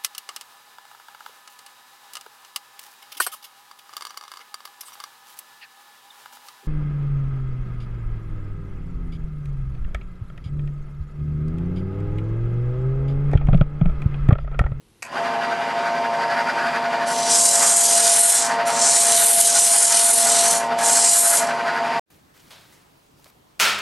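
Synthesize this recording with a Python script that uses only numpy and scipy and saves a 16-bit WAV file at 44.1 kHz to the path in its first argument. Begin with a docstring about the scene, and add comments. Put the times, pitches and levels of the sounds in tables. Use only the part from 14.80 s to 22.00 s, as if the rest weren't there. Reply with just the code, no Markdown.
"""A switch snaps, close by in a small, quiet workshop, and a wood lathe runs up: the motor whines and
the belt throbs in the cast frame. Sandpaper is held to the spinning column in three passes; the grit
hisses, swelling once a turn, and the load slows the motor. One microphone hears it all, and the
recorder's gain control holds the loud passes down, so the motor sinks under them."""
import sys
import numpy as np
from scipy import signal
from scipy.io import wavfile
from scipy.ndimage import uniform_filter1d

SR = 44100
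rng = np.random.default_rng(int(sys.argv[2]) if len(sys.argv) > 2 else 0)


def inscribe(sig):
    """Save sig as 16-bit PCM at rate SR to the path in sys.argv[1].

    A 1-D sig is mono; a 2-D sig holds one channel per row.
    Samples are clipped to [-1, 1] before scaling.
    """
    pcm = np.round(np.clip(np.atleast_2d(sig).T, -1, 1) * 32767)
    wavfile.write(sys.argv[1], SR, pcm.astype(np.int16))


N = 317323

# Room tone. Each row: frequency in Hz, relative density in dB.
AIR_SPECTRUM = [(18, -41), (30, -14), (70, -9), (99, -8.5), (296, -11), (708, -25), (782, -25),
                (6650, -29.5), (11500, -27.5), (15000, -65), (22000, -120)]
# Switch contacts. Each row: start in seconds, relative level in dB.
SWITCH_CONTACTS = [(0.223, -29), (0.2268, -25), (0.251, -35), (0.264, -40)]
# Ring of the switch box. Each row: frequency in Hz, relative level in dB, seconds to fall 60 dB.
BOX_MODES = [(915, -12, .04), (1660, 1, .03), (1880, 0, .03), (2400, 3, .03), (2520, 4, .03),
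             (2750, -5, .02), (5700, -12, .006)]
# The run-up. Each row: time in seconds, then whine and frame in dB against their running levels.
RUN_UP = [(0.228, -60, -48), (0.24, -28, -19), (0.3, -26, -14), (0.33, -15, -3), (0.37, -13, 2),
          (0.404, 2, 2), (0.45, 2, 0)]
# The running motor. Each row: time in seconds, then 6th order, 8th order, belt rattle and depth of the
# slip beat, all in relative dB. An order is a multiple of the motor's pulse rate.
MOTOR_LEVELS = [(.454,-28.5,-34.5,-30.5,-13),(.8,-27.5,-35.5,-30,-5),(1.08,-29,-32.5,-29.5,-8),(1.25,-27,-31.5,-31.5,-1.5),(1.45,-28.5,-31,-29,0.5),(1.846,-29.5,-34,-26.5,0),(2.095,-27,-35,-30,1),(2.215,-30.5,-31,-26.5,0),(2.305,-26,-31.5,-34,-5),(2.629,-25.5,-35,-33,-9),(2.839,-23.5,-34,-24.5,-11),(3.05,-25,-34.5,-31.5,-16),(3.27,-20.5,-38,-26.5,-12),(3.48,-22.5,-40,-25.5,-9),(3.707,-26.5,-29,-28.5,-1),(4.126,-26.5,-34.5,-29,-12),(4.33,-22.5,-43,-27,-8),(4.6,-23.5,-40,-30,-10),(4.9,-24,-38,-25.5,-7),(5.14,-22.5,-31,-23.5,-11),(5.3,-22.5,-37,-28,-2),(5.5,-21,-39,-28,-7),(5.827,-27.5,-32,-34,-7),(6.1,-25.5,-30,-26.5,-6),(6.38,-25,-39,-27,-7),(6.54,-23.5,-36,-23.5,-1),(6.765,-28,-34.5,-29,-5),(7.189,-29,-31.5,-28,-1)]
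# The whine, pulled down by the load. Each row: time in seconds, pitch of the 6th order in Hz.
WHINE_PITCH = [(0.35, 683.0), (0.54, 689.6), (2.17, 689.5), (3.41, 685.4), (3.85, 689.8), (4.32, 686.0),
               (5.54, 685.9), (6.03, 689.8), (6.48, 685.9), (6.78, 689.8), (7.1, 689.4)]
# Tones one slip beat off an order. Each row: order, side (-1 below, 1 above), level in dB against
# the order at a beat depth of 0 dB, starting phase in turns.
SLIP_TONES = [(6, -1, -8.5, .55), (8, 1, -2.5, -0.093), (8, -1, -11, 0.67), (4, 1, -11, -0.017),
              (4, -1, -6.5, 0.11)]
# Faint orders. Each row: order, level in dB against the frame's base level.
WEAK_ORDERS = [(5, -4.5), (7, -4), (9, -3), (10, -16), (13, -13)]
# Mains and bearings. Each row: frequency in Hz, level in dB against the frame's base level.
HUM_TONES = [(60, -30.5), (120, -22), (140, -22.5), (155, -17), (165.5, -13.5), (219, -16.5), (240, -6.5),
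             (261.3, -11), (340, -12), (382, -15.5), (408, -17.5), (613.7, -7.5), (741.3, -7)]
# Frame rumble. Each row: frequency in Hz, relative density in dB.
RUMBLE_SPECTRUM = [(18, -73), (30, -40), (81, -45), (189, -15.5), (240, -9.5), (301, -27), (452, -6),
                   (526, -13), (630, -11.5), (689, -2.5), (755, -6), (851, -13.5), (918, -5.5),
                   (1100, -9.5), (1430, -43), (2420, -120)]
# Belt rattle. Each row: frequency in Hz, relative density in dB.
RATTLE_SPECTRUM = [(530, -40), (900, -4.5), (1090, -7.5), (1370, -4), (1480, -9.5), (1990, -6.5),
                   (2170, -12.5), (2470, -15), (3850, -24.5), (4670, -23.5), (5320, -28), (11100, -50.5),
                   (12000, -103), (15600, -83), (22000, -120)]
# Ring of frame and guard. Each row: frequency in Hz, width in Hz, relative level in dB.
FRAME_MODES = [(679, 16, -5), (815, 29, -8), (841, 15, -10), (938, 13, -9), (1092, 8.9, -21),
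               (1452, 5.6, -8.5), (1547, 7.2, -8.5), (1677, 25, -9.5), (1786, 17, -17), (1930, 10, -13.5),
               (2380, 25, -13), (3140, 16, -22), (4160, 110, -33), (4670, 160, -17)]
# The rattle's swell on each belt lap. Each row: frequency in Hz, depth in dB.
BELT_THROB = [(900, 1.5), (1200, 1.6), (1500, 4.5), (1900, 2), (3000, 1.5), (5000, 2.3), (8000, -3)]
# Sanding, one list a pass. Each row: time in seconds, then hiss, treble shift and low scrape in dB.
SANDING_PASSES = [
    [(2.275,-30,4,-2),(2.449,-29.5,0.5,3.5),(2.529,-15,-3,1.5),(2.64,-10.5,-3,-3.5),(2.8,-13.5,-3,-1.5),(2.958,-10.5,-2.5,-4),(3.063,-12,-0.5,-2),(3.263,-12,-0.5,2.5),(3.412,-6.5,3.3,-1.8),(3.522,-5,.7,1.7),(3.587,-8,-3.5,0.5),(3.756,-43.5,1,-1)],
    [(3.871,-27,6.8,-1),(3.941,-26.5,-1.5,0),(4.041,-16.5,-6.5,1.5),(4.18,-10.5,-1,-0.5),(4.33,-12.5,-.5,2.8),(4.47,-10.5,5.5,0),(4.62,-7.5,2.5,-0.5),(4.724,-8.5,-3,3),(4.884,-6.5,1,0.5),(5.044,-6,-0.5,-3.5),(5.143,-10,0.5,5.5),(5.28,-7.5,2,-1),(5.4,-11,2.5,-0.5),(5.502,-13.5,-1.5,0.5),(5.607,-15,-.9,6),(5.71,-15,0,-1.5),(5.782,-24.5,3,-3),(5.857,-43,4,-7)],
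    [(5.991,-30,4.5,0.5),(6.051,-19.5,.1,-3),(6.126,-15,-.5,-4),(6.261,-9.5,-4.5,1.5),(6.4,-7,0,-3.5),(6.52,-12,3.5,-4),(6.58,-12.5,1,-1),(6.665,-37.5,4,-4),(6.74,-50,2,-0.5)],
]
# Grit, before each of its five ranges is levelled. Each row: frequency in Hz, relative density in dB.
GRIT_SPECTRUM = [(1290, -32), (2200, -20), (2500, -23.5), (2750, -18), (3740, -16), (4020, -13),
                 (4870, -12), (5090, -9.5), (6630, -7), (7330, -2.5), (8650, 1), (11400, -6), (12200, -18),
                 (15900, -48), (22000, -120)]
# Colour of those ranges, low to high. Each row: level in dB against the hiss at a firm press, then
# dB gained per dB of press, of treble shift and of low scrape.
HISS_COLOUR = [(-12, -0.35, 0.22, 0.83), (-8, -0.39, -.51, 0.36), (-4.5, -0.13, -0.5, -.14),
               (-3.5, 0.13, 0.19, 0.04), (-8.3, 0.1755, 1.18, -0.1)]
# Bite of the hiss at 4.5-6.3 kHz. Each row: time in seconds, extra level in dB.
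HISS_BITE = [(2.3, 0.5), (2.5, 2.5), (2.7, 0.5), (3.0, 0), (3.22, 2.5), (3.4, 0.5), (3.6, -1), (4.2, -0.5),
             (4.5, -0.5), (4.75, 1.5), (5.0, 1), (5.17, 3), (5.3, -0.5), (5.6, 0.5), (6.1, -1),
             (6.35, -1.5), (6.58, 0.5), (6.7, -1)]

SLIP_HZ, SLIP_PER_SAG = 5.35, 0.064   # base beat rate, Hz added per Hz of sag
SLIP_REFERENCE_HZ = 691.7   # pitch just above the unloaded whine, from which the beat quickens
WOBBLE_HZ, BELT_HZ, SPINDLE_HZ = 12.72, 11.365, 42.68   # beats, belt laps and column turns a second


def from_db(db):
    """Decibels to gain."""
    return 10 ** (np.asarray(db) / 20)


def rms_one(x):
    """Scale to unit rms."""
    return x / np.sqrt(np.mean(x ** 2) + 1e-20)


def in_time(rows):
    """Rows that begin with seconds, as one curve for each further column."""
    times, *columns = np.transpose(rows)
    return [np.interp(np.arange(N) / SR, times, column) for column in columns]


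def drift(rate_hz):
    """A slow random wander of unit rms."""
    pole = np.exp(-80 * np.pi * rate_hz / SR)   # one step every 40 samples
    slow = signal.lfilter([1], [1, -2 * pole, pole * pole], rng.standard_normal(N // 40 + 2002))[2000:]
    return np.interp(np.arange(N) / 40, np.arange(len(slow)), rms_one(slow))


def spin(hz, start_turns):
    """Angle in radians of a steady rotation."""
    return 2 * np.pi * (hz * np.arange(N) / SR + start_turns)


def grains(per_s, spread_db):
    """Two streams of noise with scattered samples scaled: positive spread makes uneven clicks."""
    sizes = from_db(spread_db * np.minimum(rng.exponential(1, (2, N)), 4))
    return rms_one(rng.standard_normal((2, N)) * (1 + sizes * (rng.random((2, N)) < per_s / SR)))


def bandpass(x, low_hz, high_hz):
    """A gentle band filter."""
    return signal.sosfilt(signal.butter(2, [low_hz, high_hz], "band", fs=SR, output="sos"), x)


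def bands(streams, spectrum, count, flicker_db, flicker_hz):
    """Yield (Hz, sound) for narrow bands cut from two streams in turn, each flickering on its own."""
    hz_points, db_points = np.transpose(spectrum)
    edges = np.geomspace(max(hz_points[0], 20), min(hz_points[-1], 13000), count + 1)
    for k, (low, high) in enumerate(zip(edges, edges[1:])):
        hz = np.sqrt(low * high)
        level_db = np.interp(np.log(hz), np.log(hz_points), db_points) + flicker_db * drift(flicker_hz)
        yield hz, from_db(level_db) * bandpass(streams[k % 2], low, high)


def resonance(x, hz, width_hz):
    """A two-pole resonance at unit rms."""
    pole = np.exp(-np.pi * width_hz / SR)
    feedback = [1, -2 * pole * np.cos(2 * np.pi * hz / SR), pole * pole]
    return rms_one(signal.lfilter([1, 0, -1], feedback, x))


def workshop(direct, t60_s=0.13, room_db=-4):
    """The direct sound reaches the microphone first; bed, bench and walls answer from 1 ms on."""
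    t = np.arange(SR // 4) / SR
    echoes = rng.standard_normal(len(t)) * from_db(-60 * t / t60_s) * (t > .001)
    return direct + from_db(room_db) * signal.fftconvolve(direct, echoes / np.linalg.norm(echoes))[:N]


def room_tone(level_db=-57):
    """Faint, slowly shifting workshop air around the microphone."""
    air = bands(rng.standard_normal((2, N)), AIR_SPECTRUM, count=18, flicker_db=3.5, flicker_hz=0.82)
    return from_db(level_db) * rms_one(sum(band for _, band in air))


def switch():
    """Each contact is a short rattle that rings the small switch box, with no bass and little top."""
    clicks = np.zeros(N) + 1e-18
    decay = np.exp(-np.arange(400) / SR / 0.0023)
    for start_s, level_db in SWITCH_CONTACTS:
        at = round(start_s * SR)
        clicks[at:at + 400] += from_db(level_db) * rng.standard_normal(400) * decay
    snap = from_db(5.5) * clicks
    for hz, level_db, t60_s in BOX_MODES:
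        pole, step = from_db(-60 / (t60_s * SR)), 2 * np.pi * hz / SR
        ring = signal.lfilter([0, np.sin(step)], [1, -2 * pole * np.cos(step), pole * pole], clicks)
        snap += from_db(level_db - 21.5) * ring
    return bandpass(snap, 900, 8500)


def slip_beat(sixth_hz):
    """Angle of the beat between field and rotor; it quickens as the whine sags."""
    return 2 * np.pi * np.cumsum(SLIP_HZ + SLIP_PER_SAG * (SLIP_REFERENCE_HZ - sixth_hz)) / SR


def motor_whine(sixth_hz, slip, sixth_db, eighth_db, beat_db, frame_db):
    """Wavering orders of the motor's pulse rate beat with slip tones, over mains and bearing hum."""
    angle = 2 * np.pi * np.cumsum(sixth_hz / 6) / SR
    order_db = {4: sixth_db - 17, 6: sixth_db, 8: eighth_db}
    # A companion tone just under the 6th order beats with it.
    tones = from_db(sixth_db - 17) * np.sin(6 * angle - spin(WOBBLE_HZ, 0.69))
    for order, level_db in order_db.items():
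        tones += from_db(level_db + 1.13 * drift(3.2)) * np.sin(order * angle)
    for order, side, level_db, start_turns in SLIP_TONES:
        phase = order * angle + side * slip + 2 * np.pi * start_turns
        tones += from_db(order_db[order] + level_db + beat_db) * np.sin(phase)
    for order, level_db in WEAK_ORDERS:
        gain = from_db(frame_db + level_db + 3.6 * drift(2.7))
        tones += gain * np.sin(order * angle + rng.uniform(0, 2 * np.pi))
    for hz, level_db in HUM_TONES:
        tones += from_db(frame_db + level_db + 2.0 * drift(5.6)) * np.sin(spin(hz, rng.random()))
    return np.sqrt(2) * tones


def frame_rumble(frame_db):
    """The cast frame rumbles under the running motor."""
    noise = rng.standard_normal((2, N))
    rumble = bands(noise, RUMBLE_SPECTRUM, count=20, flicker_db=-0.5, flicker_hz=5.8)
    return from_db(frame_db + 4.5) * rms_one(sum(band for _, band in rumble))


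def belt_rattle(level_db):
    """Frame and guard rattle, swelling as the belt joint passes a pulley, most in the middle pitches."""
    lap = spin(BELT_HZ, -.25)
    swell = np.cos(lap) + 0.05 * np.sin(2 * lap) + 0.44 * drift(12)
    knocks = grains(per_s=390, spread_db=-3.5)
    parts = list(bands(knocks, RATTLE_SPECTRUM, count=30, flicker_db=1.56, flicker_hz=2.1))
    rattle_rms = np.std(sum(band for _, band in parts))
    for k, (hz, width_hz, mode_db) in enumerate(FRAME_MODES):
        ring = resonance(knocks[k % 2, ::-1], hz, width_hz)
        parts.append((hz, rattle_rms * from_db(mode_db) * ring))
    middle, treble = np.zeros((2, N))
    for hz, part in parts:
        throb_db = np.interp(hz, *np.transpose(BELT_THROB)) * swell
        register = middle if hz < 2600 else treble
        register += part * from_db(throb_db) / rattle_rms
    treble_db = level_db - 0.32 * np.maximum(level_db + 34, 0) + 1.5   # follows the swings only in part
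    return from_db(level_db - 1.38) * middle + from_db(treble_db) * workshop(treble)


def sanding(touch_s=0.046, lift_s=0.097, firm_db=-16):
    """Grit tears fibres; the column is not quite round, so the hiss swells once a turn."""
    strokes = []
    for rows in SANDING_PASSES:
        strokes += [(rows[0][0] - touch_s, -80, 0, 0), *rows, (rows[-1][0] + lift_s, -80, 0, 0)]
    hiss_db, shift_db, scrape_db = in_time(strokes)
    press_db = np.maximum(hiss_db - firm_db, -22)   # a firmer press is brighter
    turn = spin(SPINDLE_HZ, -.56)
    turn_db = 1.52 * np.cos(turn) + .5 * np.sin(2 * turn)
    contact = from_db(turn_db + 0.97 * drift(32) + 0.5 * drift(220) + 0.4 * drift(18))
    grit = [workshop(stream) for stream in grains(per_s=1200, spread_db=5.5) * contact]
    # Narrow resonances of wood and paper wax and wane as the hand slides along.
    ranges = np.zeros((5, N))
    for hz, band in bands(grit, GRIT_SPECTRUM, count=76, flicker_db=2.0, flicker_hz=4.0):
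        ranges[np.searchsorted([4500, 6300, 8000, 9500], hz)] += band
    ranges /= np.sqrt(uniform_filter1d(ranges ** 2, size=13000))   # so the waxing only recolours a range
    ranges[1] *= from_db(in_time(HISS_BITE)[0])
    hiss = np.zeros(N)
    for (base_db, per_press, per_shift, per_scrape), sound in zip(HISS_COLOUR, ranges):
        colour_db = base_db + per_press * press_db + per_shift * shift_db + per_scrape * scrape_db
        hiss += from_db(hiss_db + colour_db) * sound
    return hiss


def scene():
    """Room tone, switch, lathe and paper at one microphone, the same on both channels."""
    whine_rise_db, frame_rise_db = in_time(RUN_UP)
    sixth_db, eighth_db, rattle_db, beat_db = in_time(MOTOR_LEVELS)
    sixth_hz, = in_time(WHINE_PITCH)
    frame_db = frame_rise_db - 38   # the frame's base level
    slip = slip_beat(sixth_hz)
    slip_swell_db = np.cos(slip + 2 * np.pi * .15)   # the rattle swings 1 dB with the slip beat
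    air = room_tone()
    lathe = motor_whine(sixth_hz, slip, sixth_db + whine_rise_db, eighth_db + whine_rise_db,
                        beat_db, frame_db)
    lathe += frame_rumble(frame_db)
    lathe += belt_rattle(rattle_db + frame_rise_db + slip_swell_db)
    return np.tile(air + lathe + sanding() + workshop(switch()), (2, 1))


def record(dry):
    """The recorder turns loud sound down and recovers steadily, rounds peaks and cuts the top steeply."""
    threshold_db, hold_share, listen_s, recover_db_per_s, cutoff_hz = -15, 0.95, 0.0075, 61, 12030
    pole = np.exp(-1 / (listen_s * SR))
    power = signal.lfilter([(1 - pole) ** 2], [1, -2 * pole, pole * pole], dry[0] ** 2)
    level_db = 10 * np.log10(power + 1e-12)
    ramp_db = recover_db_per_s * np.arange(N) / SR
    peak_db = np.maximum.accumulate(level_db + ramp_db) - ramp_db
    held = dry * from_db(-hold_share * np.maximum(peak_db - threshold_db, 0))
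    rounded = held / (1 + (held / .7) ** 4) ** .25
    return signal.sosfilt(signal.ellip(18, .5, 110, cutoff_hz, fs=SR, output="sos"), rounded)


dry = scene()
out = record(dry)
inscribe(out)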